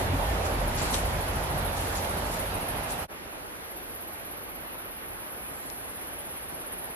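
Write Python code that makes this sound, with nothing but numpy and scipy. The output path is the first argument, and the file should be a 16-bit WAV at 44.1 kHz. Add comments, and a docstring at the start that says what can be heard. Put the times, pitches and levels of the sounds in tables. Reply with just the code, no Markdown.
"""River footbridge, then forest edge

A river rushes over stones under a wire footbridge while a low rumble dies away, a walker rattles the mesh
and a cicada throbs over a far chorus. After a short fade comes a quiet forest edge: a distant wash, other
cicadas, a faint bird and a twig that snaps. Water, chorus, rattles and bird are shaped noise, the rumble's
hum and the wire rings are sine tones, and each near cicada is a train of clicks through a resonance.
"""
import sys
import numpy as np
from scipy import signal
from scipy.fft import next_fast_len
from scipy.io import wavfile
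from scipy.ndimage import uniform_filter1d

SR = 44100
rng = np.random.default_rng(int(sys.argv[2]) if len(sys.argv) > 2 else 0)


def materialize(psi):
    """Save the field psi as 16-bit PCM at rate SR to the path in sys.argv[1].

    A 1-D psi becomes a single channel; in a 2-D psi each row is a channel.
    """
    bounded = np.clip(np.atleast_2d(psi).T, -1, 1)
    quanta = np.round(bounded * 32767).astype(np.int16)
    wavfile.write(sys.argv[1], SR, quanta)


N = 306495
T = np.arange(N) / SR  # time in seconds
FRAMES, HZ = N // 256 + 5, np.fft.rfftfreq(1024, 1 / SR)  # short-time spectra: how many, frequencies

# How wide the noise sounds, by the river and then at the forest edge; treble is wider than bass.
# Each row: frequency in Hz, side over mid in dB.
WIDTH = [
    [(60, -19), (110, -16), (200, -9.5), (380, -11), (700, -5), (1290, 2), (2380, 1), (4400, 3.5),
     (7000, 2.5), (9000, 2)],
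    [(60, -17), (110, -4.5), (200, -3), (380, -5.5), (700, -2.5), (1290, 2), (2380, 4), (4400, 5),
     (6500, 10), (8500, 14)],
]


def gain_of(db):
    """Turns decibels into an amplitude factor."""
    return 10 ** (np.asarray(db) / 20)


def evened(x):
    """Scales a signal to an average strength (rms) of 1."""
    return x / np.sqrt(np.mean(x ** 2) + 1e-20)


def read(points, hz):
    """Reads a table over frequency, joining its points on a log axis."""
    f, value = np.transpose(points)
    return np.interp(np.log(hz + 1), np.log(f + 1), value)


def add(mix, s, sound):
    """Mixes a sound into the mix, starting at second s."""
    part = mix[..., round(s * SR):][..., :sound.shape[-1]]
    part += sound[..., :part.shape[-1]]


def left_right(mid, side):
    """Turns mid (what both ears share) and side (how they differ) into left and right."""
    return np.array([mid + side, mid - side])


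def pan(left_over_right_db):
    """Gives the gains that make left louder than right by this many dB."""
    return gain_of([[left_over_right_db / 2], [-left_over_right_db / 2]])


def resonate(x, hz, width_hz):
    """Shifts hz down to zero, smooths and shifts back: a resonance of gain 1 whose pitch may move."""
    turn = np.exp(2j * np.pi * np.cumsum(hz * np.ones(len(x))) / SR)
    memory = np.exp(-np.pi * width_hz / SR)
    smooth = signal.lfilter([1 - memory], [1, -memory], x * turn.conj())
    return 2 * (turn * smooth).real


def noise_pair(patchy_db, flicker_db):
    """Makes two unrelated random short-time spectra sharing drifting patches and a wide flicker."""
    a, b, c, d, patches = rng.standard_normal((FRAMES, len(HZ), 5)).T
    patches = uniform_filter1d(patches, size=12, axis=0)  # smooth over frequency
    patches = evened(uniform_filter1d(patches, size=10, axis=1))  # smooth over time
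    flicker = evened(uniform_filter1d(rng.standard_normal(FRAMES), size=6))
    return np.array([a + 1j * b, c + 1j * d]) * gain_of(patchy_db * patches + flicker_db * flicker)


def sound_of(spectra):
    """Turns short-time spectra back into samples."""
    return signal.istft(spectra, nperseg=1024, noverlap=768)[1][..., :N]


def wash(place):
    """Broken water and air make noise: four overlapping layers, each rising and falling on its own."""
    # Tone colour of the noise at each place. Each row: frequency in Hz, relative strength in dB per Hz.
    colour = [
        [(15, -33), (25, 5), (70, 1.5), (167, -6.5), (286, -11.5), (349, -11.5), (404, -13), (640, -10),
         (870, -11.5), (1080, -16), (1420, -17.5), (2690, -21), (5110, -28), (8360, -32), (9000, -30),
         (11700, -38), (19800, -120)],
        [(15, -32), (25, -3), (48, 3.5), (114, -6.5), (239, -5), (313, -3.5), (345, -2), (381, -5.5),
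         (578, -4.5), (877, -7), (1660, -10), (6240, -21.5), (7600, -22.5), (8800, -27), (11400, -55),
         (19400, -120)],
    ]
    # Balance at each place. Each row: frequency in Hz, left over right in dB.
    balance = [
        [(60, 1), (180, 0), (550, -4.5), (1650, -3.5), (4970, -0.5), (15000, 1)],
        [(60, -0.5), (180, 1), (550, -2), (1650, -1.5), (4970, 0), (15000, 0)],
    ]
    # Centres of rumble, roar, rush and rustle, in Hz.
    layer_hz = [70, 600, 2500, 7500]
    # Loudness of the layers at each place.
    # Each row: time in seconds, then mid level in dB of rumble, roar, rush and rustle.
    layer_levels = [
        [(0.0, -38, -31, -44, -47.5), (0.09, -30, -34.5, -44, -54.5), (0.38, -42.5, -32.5, -43, -51.5),
         (0.67, -33, -35, -45, -54), (0.86, -35, -35, -42, -45), (1.05, -34.5, -35, -44.5, -51),
         (1.72, -36.5, -36.5, -44, -55), (1.87, -39.5, -36, -44.5, -49.5), (2.89, -43, -38.5, -44.5, -59),
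         (3.03, -40, -38.5, -45.5, -56)],
        [(3.12, -53, -45.5, -53, -73), (3.25, -53.5, -48, -52.5, -72), (4.1, -53, -47.5, -53, -71),
         (4.9, -54, -47.5, -52, -77.5), (5.6, -53, -47.5, -53.5, -70), (6.2, -52, -47.5, -52, -71),
         (6.95, -53, -47, -52, -72.5)],
    ]

    mid, side = noise_pair(patchy_db=.95, flicker_db=.15) * gain_of(read(colour[place], HZ))[:, None]
    side = side * gain_of(read(WIDTH[place], HZ))[:, None]
    half_lean_db = read(balance[place], HZ)[:, None] / 2
    spectra = left_right(mid, side) * gain_of([half_lean_db, -half_lean_db])
    s, *levels_db = np.transpose(layer_levels[place])
    out = np.zeros((2, N))
    for share, db in zip(np.eye(len(layer_hz)), levels_db):
        # each layer fades into its neighbours, so together they cover every frequency
        layer = sound_of(spectra * read(list(zip(layer_hz, share)), HZ)[:, None])
        out += layer / layer.mean(0).std() * gain_of(np.interp(T, s, db))
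    return out


def drone():
    """The hum inside the rumble: low sine tones that waver in pitch, each swelling on its own."""
    # The tones. Each row: frequency in Hz, typical (rms) pitch waver in Hz.
    tones = [(46, 4.97), (87, 4.1), (138, 7.9)]
    # Their loudness. Each row: time in seconds, then rms level in dB of each tone.
    tone_levels = [(0.0, -40, -35, -53), (.07, -40, -33, -50), (0.11, -40, -27, -41), (.145, -36, -28, -42),
                   (.175, -35, -38, -48), (0.21, -37, -41, -46), (.3, -28, -40, -55), (.45, -45, -33, -57),
                   (0.619, -29, -50, -52), (.85, -43, -49, -47), (1.03, -33, -41, -51),
                   (1.37, -46, -49, -50), (1.55, -43, -42, -40), (1.75, -47, -39.5, -51.5),
                   (2.0, -48, -41.5, -61), (2.5, -42, -46, -60), (3.03, -52, -59, -57)]

    s, *levels_db = np.transpose(tone_levels)
    drift = uniform_filter1d(rng.standard_normal((len(tones), N)), size=2500)
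    drift = uniform_filter1d(drift, size=2500)
    out = np.zeros(N)
    for wander, (hz, waver_hz), db in zip(drift, tones, levels_db):
        cycles = np.cumsum(hz + waver_hz * evened(wander)) / SR
        out += np.sqrt(2) * gain_of(np.interp(T, s, db)) * np.sin(2 * np.pi * cycles)
    return out


def chorus(place):
    """Many far cicadas blur into a band of hiss."""
    # Tone colour at each place. Each row: frequency in Hz, relative strength in dB per Hz.
    colour = [
        [(6000, -30), (8700, -11), (9600, -7), (10500, 5), (11300, 3.5), (12300, 4.5), (13500, -6.5),
         (14300, -6), (14800, -32), (15300, -50)],
        [(6000, -44), (8900, -20.5), (9700, -0.5), (10500, 6.5), (11300, 7), (12300, 4.5), (13500, -6.5),
         (14200, -6), (14700, -42), (15300, -50)],
    ]
    # Loudness at each place. Each row: time in seconds, mid level in dB.
    loudness = [
        [(0, -45.5), (.1, -52.5), (.23, -47.5), (.35, -51), (.5, -50), (1, -51.5), (2, -48.5), (3.03, -50.5)],
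        [(3.12, -55.5), (3.5, -54.5), (3.82, -55), (3.91, -51.5), (4.0, -53), (4.5, -54.5), (5, -52),
         (5.5, -50.5), (6.2, -51.5), (6.95, -51)],
    ]
    # Side over mid in dB, one number for each place.
    side_db = [7, 8.5]

    spectra = noise_pair(patchy_db=1.5, flicker_db=.5) * gain_of(read(colour[place], HZ))[:, None]
    mid, side = sound_of(spectra)
    level = gain_of(np.interp(T, *np.transpose(loudness[place])))
    return level * left_right(evened(mid), gain_of(side_db[place]) * evened(side))


def bird():
    """One faint, fuzzy, falling whistle far away: noise through a narrow resonance that moves in pitch."""
    # The whistle's path. Each row: time in seconds, frequency in Hz, level in dB.
    path = [(5.52, 8300, -67), (5.56, 8000, -62), (5.59, 7500, -62), (5.61, 7400, -70), (5.64, 7300, -63),
            (5.665, 7600, -63), (5.678, 7300, -72), (5.687, 6900, -63), (5.693, 6900, -76)]

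    s, hz, db = np.transpose(path)
    t, out = np.arange(s[0], s[-1], 1 / SR), np.zeros(N)
    fuzz = resonate(rng.standard_normal(len(t)), np.interp(t, s, hz), width_hz=500)
    add(out, s[0], gain_of(np.interp(t, s, db)) * evened(fuzz))
    return out


def throbs(voice):
    """Steady throbs at the pace of the moment, each a little early or late, louder or softer."""
    # Pace of three near cicadas: by the river, then a high and a low voice at the forest edge.
    # Each row: time in seconds (the first is the first throb), gap to the next throb in seconds.
    pace = [
        [(.066, .0758), (1.13, .0758), (1.2, .074)],
        [(3.64, .0614), (4.07, .0614), (4.125, .0593)],
        [(5.124, .0591)],
    ]
    # How hard each one sings. Each row: time in seconds, side level in dB.
    effort = [
        [(.066, -47), (.55, -44), (.8, -35.5), (1.13, -38.5), (2.0, -39), (3.0, -36)],
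        [(3.636, -48), (3.77, -43.5), (3.9, -45), (4.1, -43), (4.3, -44), (4.6, -44), (4.8, -45), (5.0, -48),
         (5.4, -50), (5.61, -58)],
        [(5.124, -57), (5.45, -46), (5.6, -42.5), (6.1, -39.5), (6.55, -40), (6.92, -39.5)],
    ]
    timing_spread_s, loudness_spread_db = .0015, 1.0

    s, db = np.transpose(effort[voice])
    times = [pace[voice][0][0]]
    while times[-1] < s[-1]:
        times.append(times[-1] + np.interp(times[-1], *np.transpose(pace[voice])))
    times = np.array(times[:-1])
    late, strong = rng.standard_normal((60, 2))[:len(times)].T
    return zip(times + timing_spread_s * late, np.interp(times, s, db) + loudness_spread_db * strong)


def cicada(voice):
    """Each throb is a short train of clicks ringing the body, which sags in pitch; the trees echo it."""
    # The three voices. Each row: clicks a second, throb length in seconds, body resonance in Hz,
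    # width of each resonance pass in Hz, pitch sag over a throb in Hz, mid against side in dB,
    # echo against direct sound in dB, time for the echo to fall by 60 dB in seconds.
    voices = [(301, 0.022, 10800, 3600, 880, -11.5, 4, 0.17), (391, 0.018, 12000, 3700, 930, -5.5, 1, 0.19),
              (399, 0.025, 10970, 2630, 540, -6, -4.5, 0.084)]
    click_spread_db, click_spread_s = 2.2, .0001

    rate, length, rest_hz, width_hz, sag_hz, mid_db, echo_db, t60 = voices[voice]
    clicks, age = np.zeros(N), np.zeros(N)  # age: seconds since the latest throb began
    at = np.arange(0, length * 0.91, 1 / rate)
    # the first clicks are weaker, and the last ones fade
    fading = np.minimum(0.7 + at / 0.0098, 1) / (1 + (at / length) ** 6)
    chance = rng.standard_normal((60, 3, 30))[..., :len(at)]
    for (s, db), (size, shift, sign) in zip(throbs(voice), chance):
        places = np.minimum(((s + at + click_spread_s * shift) * SR).astype(int), N - 1)
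        clicks[places] = gain_of(db + click_spread_db * size) * fading * np.sign(sign)
        start = round(s * SR) - 40  # slightly early, to cover clicks that come early
        age[start:] = T[start:] - s
    body_hz = rest_hz + sag_hz * (.5 - np.clip(age / length, 0, 1))
    ring = clicks * 0.47 * SR / np.sqrt(rate * width_hz)  # makes the level within a throb close to its dB
    for _ in range(5):  # repeated: a steep-sided band
        ring = resonate(ring, body_hz, width_hz)

    t = T[:SR // 5]
    trees = rng.standard_normal((2, len(t))) * gain_of(-60 * t / t60) * np.minimum(t / 0.0017, 1)
    trees = trees / np.linalg.norm(trees[0])
    echo_mid, echo_side = gain_of(echo_db) * signal.oaconvolve(ring[None], trees, axes=1)[:, :N]
    # off to one side: a quarter turn between mid and side
    shifted = signal.hilbert(ring, next_fast_len(N))[:N].imag
    return left_right(gain_of(mid_db) * (shifted + echo_mid), ring + echo_side)


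def twig_snap():
    """A twig snaps: one short swing of pressure that rises and dies within a cycle or two."""
    # Each row: start in seconds, mid peak in dB, left over right in dB, side over mid in dB.
    snaps = [(5.7012, -32, 11, 1)]
    swing_hz, cycles = 5600, 1.4

    out = np.zeros((2, N))
    for s, db, pan_db, side_db in snaps:
        turns = np.arange(0, cycles, swing_hz / SR)
        swing = np.cos(2 * np.pi * (turns - cycles / 2))
        click = gain_of(db) * swing * np.sin(np.pi * turns / cycles)
        add(out, s, left_right(click, gain_of(side_db) * click) * pan(pan_db))
    return out


def clinks():
    """Wire rings and the deck knocks low: fading sine tones with a rough flutter, some gliding in pitch."""
    # Each row: start in seconds, level in dB before fading and flutter, frequency in Hz,
    # time to fall by 60 dB in seconds, left over right in dB, pitch glide in Hz a second.
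    rings = [(.127, -23, 264, 0.14, -4, 400), (0.27, -37.5, 1783, 0.48, -10, 0),
             (0.817, -33, 7300, .05, 5, 40000), (.8304, -44, 7100, 0.06, -2, 0),
             (1.97, -35, 6950, 0.043, 8, 0)]
    rough_cycles = 5  # length of the rise and of the flutter's smoothing, in cycles of the ring

    out, t = np.zeros((2, N)), T[:SR // 3]
    for s, db, hz, t60, pan_db, glide in rings:
        flutter = uniform_filter1d(rng.standard_normal(len(t)), size=round(rough_cycles * SR / hz))
        rough = 1 + 0.5 * evened(flutter)
        rise = np.minimum(t * hz / rough_cycles, 1) ** .5
        tone = np.sin(2 * np.pi * (hz + glide * t / 2) * t)
        ring = gain_of(db - 60 * t / t60) * rise * rough * tone
        add(out, s, left_right(ring, 0.26 * ring) * pan(pan_db))
    return out


def rattles():
    """Steps thud on and rattle the mesh: quick bursts of band noise, grainy as the links knock unevenly."""
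    # Each row: end of the rise in seconds, mid level there in dB before the grain, centre in Hz,
    # time to fall by 60 dB in seconds, left over right in dB.
    hits = [(.458, -44, 6000, 0.13, 1), (.788, -41.5, 5160, 0.21, 4), (.81, -44, 2190, 0.15, 3),
            (0.842, -48, 9000, 0.28, 5), (.872, -60, 5500, .2, 1), (.944, -32.5, 3020, 0.056, 0.5),
            (.975, -51, 6000, .15, 0), (.933, -47, 9500, 0.17, 0), (0.943, -35.5, 8500, 0.043, 3),
            (0.949, -37, 8500, .24, 3), (1.777, -44.5, 7500, 0.18, 4), (1.83, -49, 8000, 0.26, 2),
            (1.957, -42, 5000, 0.06, 2), (1.985, -45, 5500, 0.15, 1), (2.048, -40, 3000, 0.049, -4),
            (2.27, -51, 8000, 0.13, 3), (2.317, -49, 8500, 0.27, 1), (2.342, -47, 6500, 0.16, 1),
            (2.38, -50, 5000, 0.23, 1), (2.907, -45, 8350, 0.23, 3)]
    width_over_centre, rise_over_t60, top_hz = 1.12, .22, 12000
    grain_db, grain_cycles = 2.8, 4  # spread of the knocks, and their smoothing in cycles of the centre

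    out, t = np.zeros((2, N)), T[:SR // 3]
    dull = signal.butter(4, top_hz, fs=SR, output="sos")
    for s, db, hz, t60, pan_db in hits:
        width_hz, rise = width_over_centre * hz, rise_over_t60 * t60
        knocks = uniform_filter1d(rng.standard_normal((2, len(t))), size=round(grain_cycles * SR / hz))
        grain = gain_of(grain_db * evened(knocks))
        burst = []
        for noise in rng.standard_normal((2, len(t))):
            band = resonate(resonate(noise, hz, width_hz), hz, width_hz)
            burst.append(evened(signal.sosfilt(dull, band)))
        fall = gain_of(db - 60 * np.maximum(t - rise, 0) / t60)
        shape = grain * fall * np.minimum(t / rise, 1) ** 2
        mid, side = burst * shape * gain_of([[0], [read(WIDTH[0], hz)]])
        add(out, s - rise, left_right(mid, side) * pan(pan_db))
    return out


def scene():
    """The river fades out and the forest edge fades in, with a brief dip between the two places."""
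    fade_s, ramp_s = 3.073, 0.048  # middle of the dip, length of each ramp
    cicada_lean = pan(-1)  # cicadas a little louder on the right
    river = wash(0) + drone() + cicada_lean * (chorus(0) + cicada(0))
    forest = wash(1) + bird() + cicada_lean * (chorus(1) + cicada(1) + cicada(2))
    small_hits = twig_snap() + clinks() + rattles()
    ramp = np.clip(abs(T - fade_s) / ramp_s, 0, 1)
    fade = 0.029 + np.sin(np.pi / 2 * ramp) ** 2  # the dip never reaches full silence
    return fade * (np.where(T < fade_s, river, forest) + small_hits)


def record(dry):
    """The microphone's low cut at 33 Hz, then a band limit at 15 kHz."""
    cut = signal.sosfilt(signal.butter(4, 33., "highpass", fs=SR, output="sos"), dry)
    band_limit = signal.firwin(511, 15000, window=("kaiser", 9), fs=SR)
    return signal.oaconvolve(cut, band_limit[None], "same")


dry = scene()
out = record(dry)
materialize(out)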